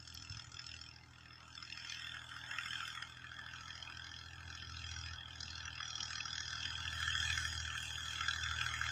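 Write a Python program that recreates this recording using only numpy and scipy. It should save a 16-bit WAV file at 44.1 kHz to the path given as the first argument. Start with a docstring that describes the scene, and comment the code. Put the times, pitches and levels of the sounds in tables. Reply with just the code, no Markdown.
"""Hard diesel clatter over a low exhaust beat: a three-cylinder tractor works across a field, slowly nearing.
Each firing knocks the block: a smeared blow and noise bursts ring through resonances in five registers.
The exhaust is a set of wavering cosines locked to the firings; a hum and a throbbing noise roar join it.
Moving air makes the clatter swell and fade; low wind noise, short thumps, a tick and hiss lie behind."""
import sys
import numpy as np
from scipy import signal
from scipy.fft import rfft, irfft, next_fast_len
from scipy.io import wavfile
from scipy.ndimage import uniform_filter1d, map_coordinates

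SR = 44100
rng = np.random.default_rng(int(sys.argv[2]) if len(sys.argv) > 2 else 0)


def persist_wave(psi):
    """Save psi, clipped to +-1, as 16-bit WAV."""
    counts = np.round(np.clip(psi, -1, 1) * 32767).astype(np.int16)
    wavfile.write(sys.argv[1], SR, np.atleast_2d(counts).T)


N = 392931
TIME_S = np.arange(N) / SR

# Level tables hold values before the trims, gains and wavering added in the code.
# Engine speed, sagging a little under load. Each row: time in seconds, firings per second.
FIRING_RATE = [(0.0, 40.625), (2.42, 40.636), (2.67, 41.102), (3.01, 40.933), (4.08, 41.493),
               (4.89, 41.164), (5.35, 40.405), (6.02, 39.752), (6.24, 40.118), (7.42, 40.139),
               (7.84, 39.453), (8.91, 39.726)]
FIRST_FIRING_COUNT = .159  # firing periods before the first firing
# Voice of each cylinder, in firing order. Each row: low knock, high knock, treble, all in dB.
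CYLINDER_VOICES = [(6, 2, 6.5), (1.7, 3, 2.5), (-0.9, 3, -0.3)]
# Firings that replace the cylinder's voice. Each row: time in seconds, low knock, high knock, treble in dB.
HARD_KNOCKS = [(0.176, -9, 9, 9), (0.299, 3, -4, 9), (0.324, -1, 5.5, 8), (0.398, 8, 6.5, 5.5),
               (0.545, 8, 10.5, 10), (0.57, -8, 14, 3), (0.595, 9.5, 10, 11.5), (1.308, 9, 9.5, -4),
               (1.579, 6, 14, 4), (1.628, 11.5, -1, 12.5), (1.727, -10, 12.5, 9), (1.899, 2, 4.5, 12.5),
               (2.17, 5, 3, 5), (2.317, 9, 5.5, 3), (2.514, 6, 10, 14), (2.587, 11.5, 13.5, 16),
               (2.709, 1, 9, 6), (2.758, 6, 9, -7), (2.807, 9.5, 6.5, -3), (2.831, 10, -3, -2),
               (2.977, 9.5, 7.5, 3), (3.026, 11, 10.5, 24), (3.246, 9, -3, 7), (3.707, 6, 11.5, 4),
               (3.828, -11, 13, 10.5), (3.877, -2, 10, -6), (3.997, 9.5, 6, 3), (4.142, -2, 9.5, 1),
               (4.166, -4, 8, 6.5), (4.504, 10.5, -2, 8.5), (4.965, 13, 1, 6), (5.408, 6.5, -6, 15.5),
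               (5.433, 9.5, 1, 14), (5.557, -1, 4, 8.5), (5.681, 7.5, 7.5, 2), (5.806, 14.5, 5.5, 6.5),
               (5.831, 8, 9, 1), (5.956, -8, 9.5, 8), (6.007, -2, 9, 9.5), (6.032, 6, -2, 12.5),
               (6.107, 10.5, -3, 5), (6.157, 7, 7.5, 7.5), (6.207, 4, 13.5, 4.5), (6.382, 9.5, 8.5, 6.5),
               (6.531, 10.5, 4, 4), (6.631, -7, 7.5, 6), (6.656, 8, 9.5, 10.5), (6.756, -9, 9.5, -8),
               (6.855, 8, 7, 7.5), (6.88, 0, 13, 0), (7.03, 7.5, 8.5, 10), (7.08, 12.5, 3.5, 10),
               (7.155, 10, 6, 11.5), (7.204, 0, 8, 12.5), (7.304, 7, 10, 11), (7.329, -2, 8.5, 6),
               (7.379, 10, 6, 16), (7.453, 8, 10.5, 8), (7.579, 0, 6, 10), (7.654, 9, 6, 6),
               (7.78, 7, 8.5, 10), (8.21, 8.5, 9, 10), (8.286, 15.5, 11, 16), (8.311, 0, 10, 12),
               (8.337, 7, 7, 11), (8.438, -2, 10, 14), (8.463, 5.5, 6, 1), (8.614, 7.5, 12.5, 14),
               (8.665, 10, 3, 15), (8.816, 14, -4, 8), (8.866, 5, 6.5, 2)]
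# Clatter resonances from far off. Each row: centre in Hz, width in Hz, relative level in dB.
FAR_MODES = [(763, 280, -39), (908, 270, -25), (1270, 115, -13.5), (1398, 160, -9), (1610, 140, -10),
             (1817, 210, -11), (2115, 70, -12.5), (2540, 270, -8), (2740, 140, -4), (3214, 360, -4.5),
             (3450, 230, -4.5), (4400, 540, -13), (4800, 360, -15), (5273, 215, 4), (6010, 190, -5.5),
             (6350, 350, -14.5), (6900, 250, -9.5), (7690, 230, -15.5), (8180, 260, -26), (8700, 160, -30),
             (10800, 1700, -52), (13100, 6000, -56.5)]
# Clatter resonances from nearer. Each row: centre in Hz, width in Hz, relative level in dB.
NEAR_MODES = [(770, 316, -58), (899, 165, -50), (1228, 59, -10.5), (1336, 93, -1.5), (1568, 200, 1.5),
              (1752, 122, 2), (2120, 190, -10), (2510, 178, -4.5), (2704, 170, -4.5), (3244, 236, 3.5),
              (3380, 165, 1), (3973, 180, -10.5), (4250, 240, -10), (5034, 262, -0.5), (5630, 120, -3.5),
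              (5830, 170, -8), (6590, 520, -8), (7400, 230, -19), (7720, 330, -19), (8050, 410, -30.5),
              (8480, 250, -28.5), (10960, 3000, -53), (14700, 3900, -50.5)]
# Narrow dips in the clatter at any distance. Each row: centre in Hz, width in Hz, gain in dB.
DIPS = [(3716, 120, -6), (6070, 120, -9), (7200, 120, -1)]
# Edges between the clatter registers, in Hz.
REGISTER_EDGES_HZ = [1050, 2250, 3750, 6150, 9000, 17000]
# Trim of low knock, high knock, treble, upper treble and fizz, in dB.
REGISTER_TRIM_DB = [1, 1, 1, 1, -0.86]
# Low knock as the air carries it. Each row: time in seconds, level in dB.
LOW_KNOCK_LEVEL = [(0.0, -63), (0.37, -55.5), (0.52, -62.5), (0.57, -55), (1.09, -64.5), (2.17, -47.5),
                   (2.27, -57.5), (2.32, -50.5), (2.47, -48), (2.51, -44), (3.03, -48.5), (3.1, -57),
                   (3.32, -49), (4.19, -54), (5.04, -54), (5.09, -48.5), (5.26, -56), (5.46, -55.5),
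                   (5.68, -47.5), (5.73, -55), (5.78, -51), (6.93, -45.5), (7.0, -41.5), (7.45, -39.5),
                   (7.5, -48), (7.68, -47.5), (7.73, -41.5), (7.88, -53.5), (8.08, -44), (8.16, -47),
                   (8.21, -40.5), (8.32, -42), (8.36, -44.5), (8.42, -39), (8.89, -42)]
# High knock. Each row: time in seconds, level in dB.
HIGH_KNOCK_LEVEL = [(0.0, -62), (0.08, -56), (0.4, -51), (0.5, -61.5), (0.74, -48), (0.79, -55),
                    (0.87, -54.0), (1.06, -67.5), (1.19, -59), (1.36, -61.5), (1.92, -44.5), (2.17, -48),
                    (2.22, -53.5), (2.76, -44), (3.2, -55), (3.27, -51.5), (4.21, -52), (4.43, -57.5),
                    (4.6, -46), (4.67, -54.5), (4.82, -45.5), (5.14, -50), (5.19, -45), (5.36, -51),
                    (6.03, -44), (6.13, -49), (6.18, -45.5), (6.23, -48), (6.66, -42.5), (6.93, -46),
                    (7.13, -37), (7.33, -40), (7.4, -45), (8.32, -42.5), (8.36, -46), (8.42, -43),
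                    (8.61, -41.5), (8.82, -44.5), (8.89, -41.5)]
# Clatter treble. Each row: time in seconds, level in dB.
TREBLE_LEVEL = [(0.0, -56.5), (0.35, -49.5), (0.42, -50.5), (0.47, -68), (0.59, -51), (0.84, -51),
                (1.06, -67.5), (1.28, -64), (1.33, -55.5), (1.46, -68), (1.55, -54), (1.95, -51),
                (2.27, -67), (2.34, -58), (2.61, -60), (2.66, -54.5), (2.93, -55), (3.0, -70),
                (3.08, -61.5), (3.25, -67.5), (3.59, -55.5), (3.66, -60.5), (3.76, -50.5), (3.85, -58),
                (4.24, -54.5), (4.29, -62.5), (4.46, -61), (4.5, -55), (5.09, -47.5), (5.23, -67),
                (5.31, -59), (5.48, -48.0), (5.73, -54.5), (5.83, -46.5), (6.48, -44), (6.88, -52.5),
                (7.35, -49), (7.6, -48), (7.73, -58.5), (8.34, -50), (8.77, -55), (8.89, -48.5)]
# Upper treble of the clatter. Each row: time in seconds, level in dB.
UPPER_TREBLE_LEVEL = [(0.0, -68), (0.08, -58.5), (0.13, -62), (0.84, -62), (0.94, -81), (1.23, -73),
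                      (1.36, -96), (1.43, -67), (1.9, -64), (2.44, -68.5), (2.49, -60.5), (2.78, -60),
                      (3.08, -65.5), (3.2, -73), (3.37, -70), (3.49, -78), (3.61, -60.5), (3.95, -72),
                      (4.05, -68), (4.17, -73), (4.58, -67), (4.65, -91), (4.72, -61.5), (5.06, -64),
                      (5.19, -81), (5.41, -60), (5.73, -74), (5.96, -60.5), (6.01, -64), (6.13, -52),
                      (6.21, -73), (6.28, -63), (6.71, -59.5), (6.86, -62), (7.25, -48.5), (7.33, -53),
                      (8.19, -56), (8.89, -54.5)]
# Fizz above the upper treble. Each row: time in seconds, level in dB.
FIZZ_LEVEL = [(0.0, -90), (0.67, -100), (1.65, -81.5), (1.95, -70), (2.19, -72.5), (2.37, -68.5),
              (2.42, -74), (2.64, -65), (2.88, -64), (3.2, -81.5), (3.63, -78), (4.14, -80), (4.24, -78.5),
              (5.33, -82), (6.11, -82.5), (6.18, -85), (6.88, -70.5), (6.93, -63.5), (7.0, -60.5),
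              (7.13, -68), (7.35, -58.5), (7.47, -56), (7.58, -70), (7.7, -71), (7.83, -59), (7.91, -61),
              (8.03, -67), (8.11, -59), (8.21, -68), (8.36, -67.5), (8.54, -70), (8.64, -60.5),
              (8.89, -68.5)]
# Exhaust lines. Each row: frequency in thirds of the firing rate, relative level in dB.
EXHAUST_LINES = [(5, -18), (6, 0.5), (9, 1), (11, -29), (12, -25), (15, -27.5), (18, -24.5), (21, -32),
                 (23, -30), (24, -30.5), (26, -34.5)]
# Strongest exhaust line. Each row: time in seconds, level in dB.
BEAT_LEVEL = [(0.0, -63.5), (0.18, -60), (0.64, -74), (0.69, -60.5), (1.14, -67), (2.54, -67),
              (3.97, -62.5), (5.11, -52), (5.21, -62.5), (5.66, -57), (5.81, -63.5), (6.61, -59),
              (6.66, -55), (7.05, -49.5), (7.15, -55.5), (7.25, -48.5), (7.68, -51.5), (7.78, -60),
              (7.93, -53), (8.16, -58.5), (8.46, -51.5), (8.89, -53)]
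# Exhaust line above it. Each row: time in seconds, level in dB.
OVERTONE_LEVEL = [(0.0, -62), (0.05, -65.5), (1.48, -68.5), (2.73, -64.5), (4.21, -65.5), (5.11, -59),
                  (5.21, -63), (6.36, -62.5), (7.35, -56), (8.13, -61.5), (8.64, -56), (8.89, -56)]
# Roar spectrum. Each row: frequency in Hz, relative gain in dB.
ROAR_SPECTRUM = [(100, -1), (150, 5), (220, 3.5), (310, -1), (390, -3), (480, -9), (580, -7.5), (720, 2.5),
                 (900, 6), (1060, 0.5), (1300, 4), (2000, -54)]
# Growl under the knock. Each row: time in seconds, level in dB.
GROWL_LEVEL = [(0.0, -77), (1.36, -75.5), (1.43, -68), (1.46, -77), (2.4, -71.5), (2.53, -66), (2.63, -71),
               (3.07, -68.5), (3.1, -73.5), (3.54, -71.5), (3.57, -67), (3.77, -71.5), (4.73, -72),
               (7.46, -66.5), (7.68, -68.5), (8.9, -64.5)]
# Wind spectrum. Each row: frequency in Hz, relative gain in dB.
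WIND_SPECTRUM = [(10, -11), (25, -17), (45, -12.5), (65, -5), (90, -1), (115, -16), (150, -12),
                 (220, -22.5), (500, -69)]
# Wind rumble. Each row: time in seconds, level in dB.
WIND_LEVEL = [(0.7, -77), (1.63, -85), (3.87, -80), (5.11, -72), (5.29, -80), (6.23, -81), (7.53, -64),
              (7.85, -83), (7.92, -74), (8.08, -81), (8.83, -75), (8.9, -69)]
# Bumps of wind on the microphone. Each row: start in seconds, peak of the envelope in dB.
THUMPS = [(.2, -51), (0.303, -42), (0.323, -47), (0.35, -47), (0.368, -46), (0.475, -50), (0.542, -48.5)]
# Thin tick close by. Each row: start in seconds, level in dB.
TICKS = [(.143, -51.5)]
# Spectrum of the air over the field. Each row: frequency in Hz, relative gain in dB.
FIELD_SPECTRUM = [(500, -10), (1500, -6), (4400, 5), (6200, -0.5), (8000, -6), (10000, -33)]
# The tractor drives straight towards the microphone.
START_M, SPEED_M_PER_S = 72, 2.2
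ROAR_START_DB, ROAR_DB_PER_HALVING = -67, 12  # low roar, before wavering
BAND_EDGE_HZ = 15550


def clatter(firings, jitter_s=.00005, lead_s=0.001185, rush_from_db=-66,
            detour_mean_s=0.000694, detour_sweep=0.19, ground_db=-9):
    """Diesel knock rings the block; the air carries each register differently."""
    at = np.nonzero(np.diff(np.floor(firings)))[0]
    low, high, treble, top = blow_sizes(at)
    offset_s = jitter_s * rng.standard_normal(len(at)) - lead_s
    at = np.clip(at + (SR * offset_s).astype(int), 0, N - 1)
    level_tables = (LOW_KNOCK_LEVEL, HIGH_KNOCK_LEVEL, TREBLE_LEVEL, UPPER_TREBLE_LEVEL, FIZZ_LEVEL)
    levels_db = [curve(rows) for rows in level_tables]
    # as the fizz swells, a rush fills the gaps between the knocks
    rush_db = .5 * (levels_db[-1] - rush_from_db)
    registers = [
        knocks(at, low, half_s=.0024, fresh=.45, tail_db=-6, tail_s=.010,
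               bed_db=.4 * rush_db - 10, after_db=-8),
        knocks(at, high, half_s=.0019, fresh=.5, tail_db=-13, tail_s=.012,
               bed_db=.7 * rush_db - 9, after_db=-14),
        knocks(at, treble, half_s=.0020, fresh=.65, tail_db=-10.5, tail_s=.009,
               bed_db=rush_db - 4, after_db=-14),
        knocks(at, top, half_s=.0023, fresh=.85, tail_db=-7, tail_s=.009,
               bed_db=rush_db - 1, after_db=-13),
        knocks(at, top, half_s=.0020, fresh=.9, tail_db=-5, tail_s=.007,
               bed_db=-9.5, after_db=-14)]
    near = np.clip((TIME_S - 2.7) / 0.72, 0, 1)  # crossfade of the two sets of resonances
    # the reflection off the uneven ground wanders and sweeps the colour
    detour_s = detour_mean_s * (1 + detour_sweep * drift(4))
    out = np.zeros(N)
    bands = zip(registers, REGISTER_EDGES_HZ, REGISTER_EDGES_HZ[1:], levels_db, REGISTER_TRIM_DB)
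    for (drive, envelope), lo_hz, hi_hz, level_db, trim_db in bands:
        far_block = evened(ringing(drive, FAR_MODES, lo_hz, hi_hz))
        near_block = evened(ringing(drive, NEAR_MODES, lo_hz, hi_hz))
        block = (1 - near) * far_block + near * near_block
        if hi_hz == REGISTER_EDGES_HZ[-1]:
            block = echoed(block, delay_s=.00118, db=-7)
            block = fluttering(block, depth_db=3.5, patch_hz=1100, patch_s=.05)
        else:
            block = echoed(block, delay_s=detour_s, db=ground_db)
            block = wobbling(block, shift_hz=24, per_s=30)
            patch_hz = 140 * np.sqrt(lo_hz / REGISTER_EDGES_HZ[0])
            block = fluttering(block, depth_db=4.8, patch_hz=patch_hz, patch_s=.036)
        delayed_envelope = np.roll(envelope, SR // 1000)
        out += amp(level_db + trim_db) * as_loud_as(block, delayed_envelope, .013)
    return out


def blow_sizes(at, shared_db=.5, own_db=2.5, top_share=0.43):
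    """Uneven combustion: each cylinder has its voice, some firings knock hard; top gets a share of treble dB."""
    chance = np.clip(rng.standard_normal((len(at), 5)), -2, 1.6)
    voice_db = np.array(CYLINDER_VOICES, float)[np.arange(len(at)) % len(CYLINDER_VOICES)]
    band_db = np.c_[voice_db, voice_db[:, -1]]
    band_db = band_db + shared_db * chance[:, :1] + own_db * chance[:, 1:]
    for s, low_db, high_db, treble_db in HARD_KNOCKS:
        nearest = np.argmin(abs(at / SR - s))
        band_db[nearest] = low_db, high_db, treble_db, top_share * treble_db
    return amp(band_db.T)


def knocks(at, size, half_s, fresh, tail_db, tail_s, bed_db, after_db,
           after_s=0.014, grain_db=0.2, knock_s=0.0018):
    """Firings as blows smeared by paths through the block, rattle, tail, after-rattle; returns sound, envelope."""
    blows = np.zeros(N)
    blows[at] = size
    t = np.arange(-2048, 2049) / SR
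    burst = np.exp(-(t / half_s) ** 4)
    burst *= knock_s * SR / burst.sum()  # rms 1 over the length of a knock
    tail = amp(tail_db) ** 2 * np.exp(-abs(t) / tail_s) * (t > 0)
    tail += amp(after_db) ** 2 * np.exp(-((t - after_s) / half_s) ** 2)
    fresh = np.clip(fresh, 0, 1)  # share of burst power that is noise
    # the tail grows less with the blow than the burst does
    rattle_power = signal.oaconvolve(blows ** 2, fresh * burst, "same")
    rattle_power = rattle_power + signal.oaconvolve(blows, tail, "same")
    smeared_power = signal.oaconvolve(blows ** 2, (1 - fresh) * burst, "same")
    grid_hz = np.linspace(0, SR / 2, 90)
    delay_s = half_s * (-1) ** np.arange(len(grid_hz)) * rng.uniform(.6, 1, len(grid_hz))

    def smear(hz):
        # phase is the integral of delay over frequency
        return np.exp(-2j * np.pi * np.cumsum(np.interp(hz, grid_hz, delay_s)) * hz[1])

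    smeared = shaped(blows, smear) * np.sqrt((1 - fresh) * burst.sum())
    grains = evened(amp(grain_db * np.clip(drift(210), -2, 2)))  # loose parts rattle in clumps of a few ms
    bed_power = amp(bed_db) ** 2
    rattle = np.sqrt(abs(rattle_power) + bed_power) * grains * rng.standard_normal(N)
    envelope = np.sqrt(abs(rattle_power + smeared_power) + bed_power) * grains
    return np.array([smeared + rattle, envelope]) / np.sqrt(1 + bed_power)


def ringing(x, modes, lo_hz, hi_hz):
    """Minimum-phase resonances within one band; they ring on after each blow."""
    grid_hz = np.fft.fftfreq(4096, 1 / SR)
    power = sum(amp(db) ** 2 / (1 + (2 * (abs(grid_hz) - f) / width) ** 2) ** 2 for f, width, db in modes)
    dips_db = sum(db * np.exp(-((abs(grid_hz) - f) / width) ** 2) for f, width, db in DIPS)
    log_gain = .5 * np.log(power) + np.log(amp(dips_db))
    gain = np.exp(np.conj(signal.hilbert(log_gain)))[grid_hz > 0]
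    grid_hz = grid_hz[grid_hz > 0]
    band_power = 1 / (1 + (lo_hz / grid_hz) ** 40) / (1 + (grid_hz / hi_hz) ** 40)
    return shaped(x, lambda hz: np.interp(hz, grid_hz, gain * np.sqrt(band_power)))


def exhaust(firings, beat_db, overtone_db, waver=0.055, upper_follow=0.19, upper_db=-53):
    """Clean low lines of the firing beat; the weak upper ones swell less."""
    out = np.zeros(N)
    for thirds, line_db in EXHAUST_LINES:
        order = round(thirds) / len(CYLINDER_VOICES)
        if order <= 2:
            level_db = beat_db
        elif order <= 3:
            level_db = overtone_db
        else:
            level_db = upper_db + upper_follow * (beat_db - upper_db)
        unrest = waver * (order / 2) ** 0.89  # higher lines waver more
        angle = 2 * np.pi * (order * firings + rng.random()) + unrest * drift(13)
        out += np.sqrt(2) * amp(level_db + line_db) * np.cos(angle) * (1 + unrest * drift(13))
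    return out


def roar(firings, low_db, throb=0.12, growl_db=3.0, growl_waver_db=1.23, repeat=1.12):
    """Dull rush of gas and machinery throbbing with the firings; its upper half, a growl, swells by itself."""
    # part of the rush repeats every engine cycle, which draws faint lines
    cycle = rng.standard_normal(3200)
    cycle_index = (firings / len(CYLINDER_VOICES) * len(cycle)).astype(int) % len(cycle)
    noise = rng.standard_normal(N) + repeat * cycle[cycle_index]
    rush = coloured(noise * (1 + throb * np.cos(2 * np.pi * firings)), ROAR_SPECTRUM)
    lower = shaped(rush, lambda hz: 1 / (1 + (hz / 550) ** 8))
    growl = evened(fluttering(rush - lower, depth_db=3.3, patch_hz=90, patch_s=.09))
    growl = growl * amp(curve(GROWL_LEVEL) + growl_db + growl_waver_db * drift(8.8))
    return amp(low_db) * fluttering(lower, depth_db=2.8, patch_hz=125, patch_s=.06) + growl


def halvings():
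    """How many times the distance to the tractor has halved since the start."""
    return np.log2(START_M / np.maximum(START_M - SPEED_M_PER_S * TIME_S, 1))


def driveline(firings, beat_db, ratio=2.37, rel_db=-10.0, third_db=-81, waver_rad=0.77):
    """A wavering hum with a faint third harmonic, as from a shaft geared to the engine."""
    angle = 2 * np.pi * ratio * firings + waver_rad * drift(5.7)
    hum = amp(beat_db + rel_db) * np.cos(angle) + amp(third_db) * np.cos(3 * angle)
    return np.sqrt(2) * hum * (1 + drift(3.1) / 4)


def wind(level_db, gain_db=5):
    """Lumpy low rumble at the microphone: coloured noise under a random swell."""
    lumps = amp(3.2 * drift(16))
    return amp(level_db + gain_db) * evened(coloured(rng.standard_normal(N), WIND_SPECTRUM) * lumps)


def bumps(thump_hz=88, rise_s=0.0055, drop=0.48, tick_hz=12500, tick_s=0.0022):
    """Short low thumps on the microphone, falling in pitch to thump_hz, and a thin tick of decaying noise."""
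    out, t = np.zeros(N), np.arange(SR // 10) / SR
    cycles = np.cumsum(thump_hz * (1 + drop * np.exp(-t / rise_s))) / SR
    envelope = t / rise_s * np.exp(1 - t / rise_s)
    for s, db in THUMPS:
        add(out, s, amp(db) * envelope * np.sin(2 * np.pi * cycles))
    band_hz = [0.9 * tick_hz, min(1.14 * tick_hz, SR / 2 - 1)]
    bright = signal.butter(2, band_hz, "band", fs=SR, output="sos")
    for s, db in TICKS:
        noise = evened(signal.sosfilt(bright, rng.standard_normal(len(t))))
        add(out, s, amp(db) * np.exp(-t / tick_s) * noise)
    return out


def hiss(mic_db=-90, field_db=-76):
    """A soft wash of air over the field and the faint even hiss of the microphone."""
    wash = coloured(rng.standard_normal(N), FIELD_SPECTRUM)
    return amp(field_db) * wash + amp(mic_db) * rng.standard_normal(N)


def fluttering(x, depth_db, patch_hz, patch_s):
    """Eddies along the way lift and dim narrow patches of the spectrum."""
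    hz, t, z = signal.stft(x, SR, nperseg=512, noverlap=384)
    where = np.meshgrid(hz / patch_hz, t / patch_s, indexing="ij")
    patches = evened(map_coordinates(rng.standard_normal((160, 400)), where, order=2, mode="wrap"))
    z = z * amp(depth_db * np.clip(patches, -2, 2))
    return signal.istft(z, SR, nperseg=512, noverlap=384)[1][:N]


def echoed(x, delay_s, db):
    """One close reflection combs the spectrum."""
    return x + amp(db) * np.interp(TIME_S - delay_s, TIME_S, x)


def wobbling(x, shift_hz, per_s):
    """Moves all resonances a little up or down from stroke to stroke, by shifting the whole band."""
    angle = 2 * np.pi * np.cumsum(shift_hz * np.clip(drift(per_s), -2, 2)) / SR
    return (signal.hilbert(x, next_fast_len(N))[:N] * np.exp(1j * angle)).real


def as_loud_as(x, model, window_s):
    """Gives x the running rms of model and keeps its faster detail."""
    size = int(window_s * SR)

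    def running_power(v):
        return abs(uniform_filter1d(uniform_filter1d(v * v, size), size)) + 1e-20

    return x * np.sqrt(running_power(model) / running_power(x))


def amp(db):
    """Amplitude of a level in dB."""
    return 10 ** (np.asarray(db) / 20)


def evened(x):
    """Scales x to rms 1."""
    return x / np.sqrt(np.mean(x ** 2) + 1e-20)


def curve(rows):
    """Straight lines through (seconds, value) rows, per sample."""
    s, values = np.transpose(rows)
    return np.interp(TIME_S, s, values)


def drift(per_s):
    """Smooth random curve of rms 1 through per_s knots a second."""
    knots = rng.standard_normal(2000)
    coarse = map_coordinates(knots, [TIME_S[::64] * per_s], order=3, mode="wrap")
    return evened(coarse).repeat(64)[:N]


def shaped(x, gain_at):
    """Filters x by a gain given as a function of frequency."""
    size = next_fast_len(N + 4096)
    hz = np.fft.rfftfreq(size, 1 / SR)
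    return irfft(rfft(x, size) * gain_at(hz), size)[:N]


def coloured(x, points):
    """Filters x to a spectrum given as (Hz, dB) points and scales it to rms 1."""
    f, db = np.transpose(points)
    return evened(shaped(x, lambda hz: amp(np.interp(np.log(hz + 1), np.log(f), db))))


def add(mix, s, sound):
    """Adds sound to mix from s seconds on, cut at the end."""
    part = mix[round(s * SR):][:len(sound)]
    part += sound[:len(part)]


def scene(beat_gain_db=0.06, overtone_gain_db=0.1, beat_waver_db=1.07, roar_waver_db=0.9):
    """The count of firings drives all engine sounds; the roar grows as the tractor comes nearer."""
    firings = np.cumsum(curve(FIRING_RATE)) / SR - FIRST_FIRING_COUNT
    beat_db = curve(BEAT_LEVEL) + beat_gain_db + beat_waver_db * drift(8.7)
    overtone_db = curve(OVERTONE_LEVEL) + overtone_gain_db + beat_waver_db * drift(24)
    roar_db = ROAR_START_DB + ROAR_DB_PER_HALVING * halvings() + roar_waver_db * drift(17)
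    engine = clatter(firings) + roar(firings, roar_db)
    drone = exhaust(firings, beat_db, overtone_db) + driveline(firings, beat_db)
    background = wind(curve(WIND_LEVEL)) + bumps() + hiss()
    return (engine + drone + background)[None]


def record(dry):
    """Linear-phase low-pass at the upper band edge."""
    lowpass = signal.firwin(511, BAND_EDGE_HZ, window=("kaiser", 9), fs=SR)
    return signal.oaconvolve(dry, lowpass[None], "same")


dry = scene()
out = record(dry)
persist_wave(out)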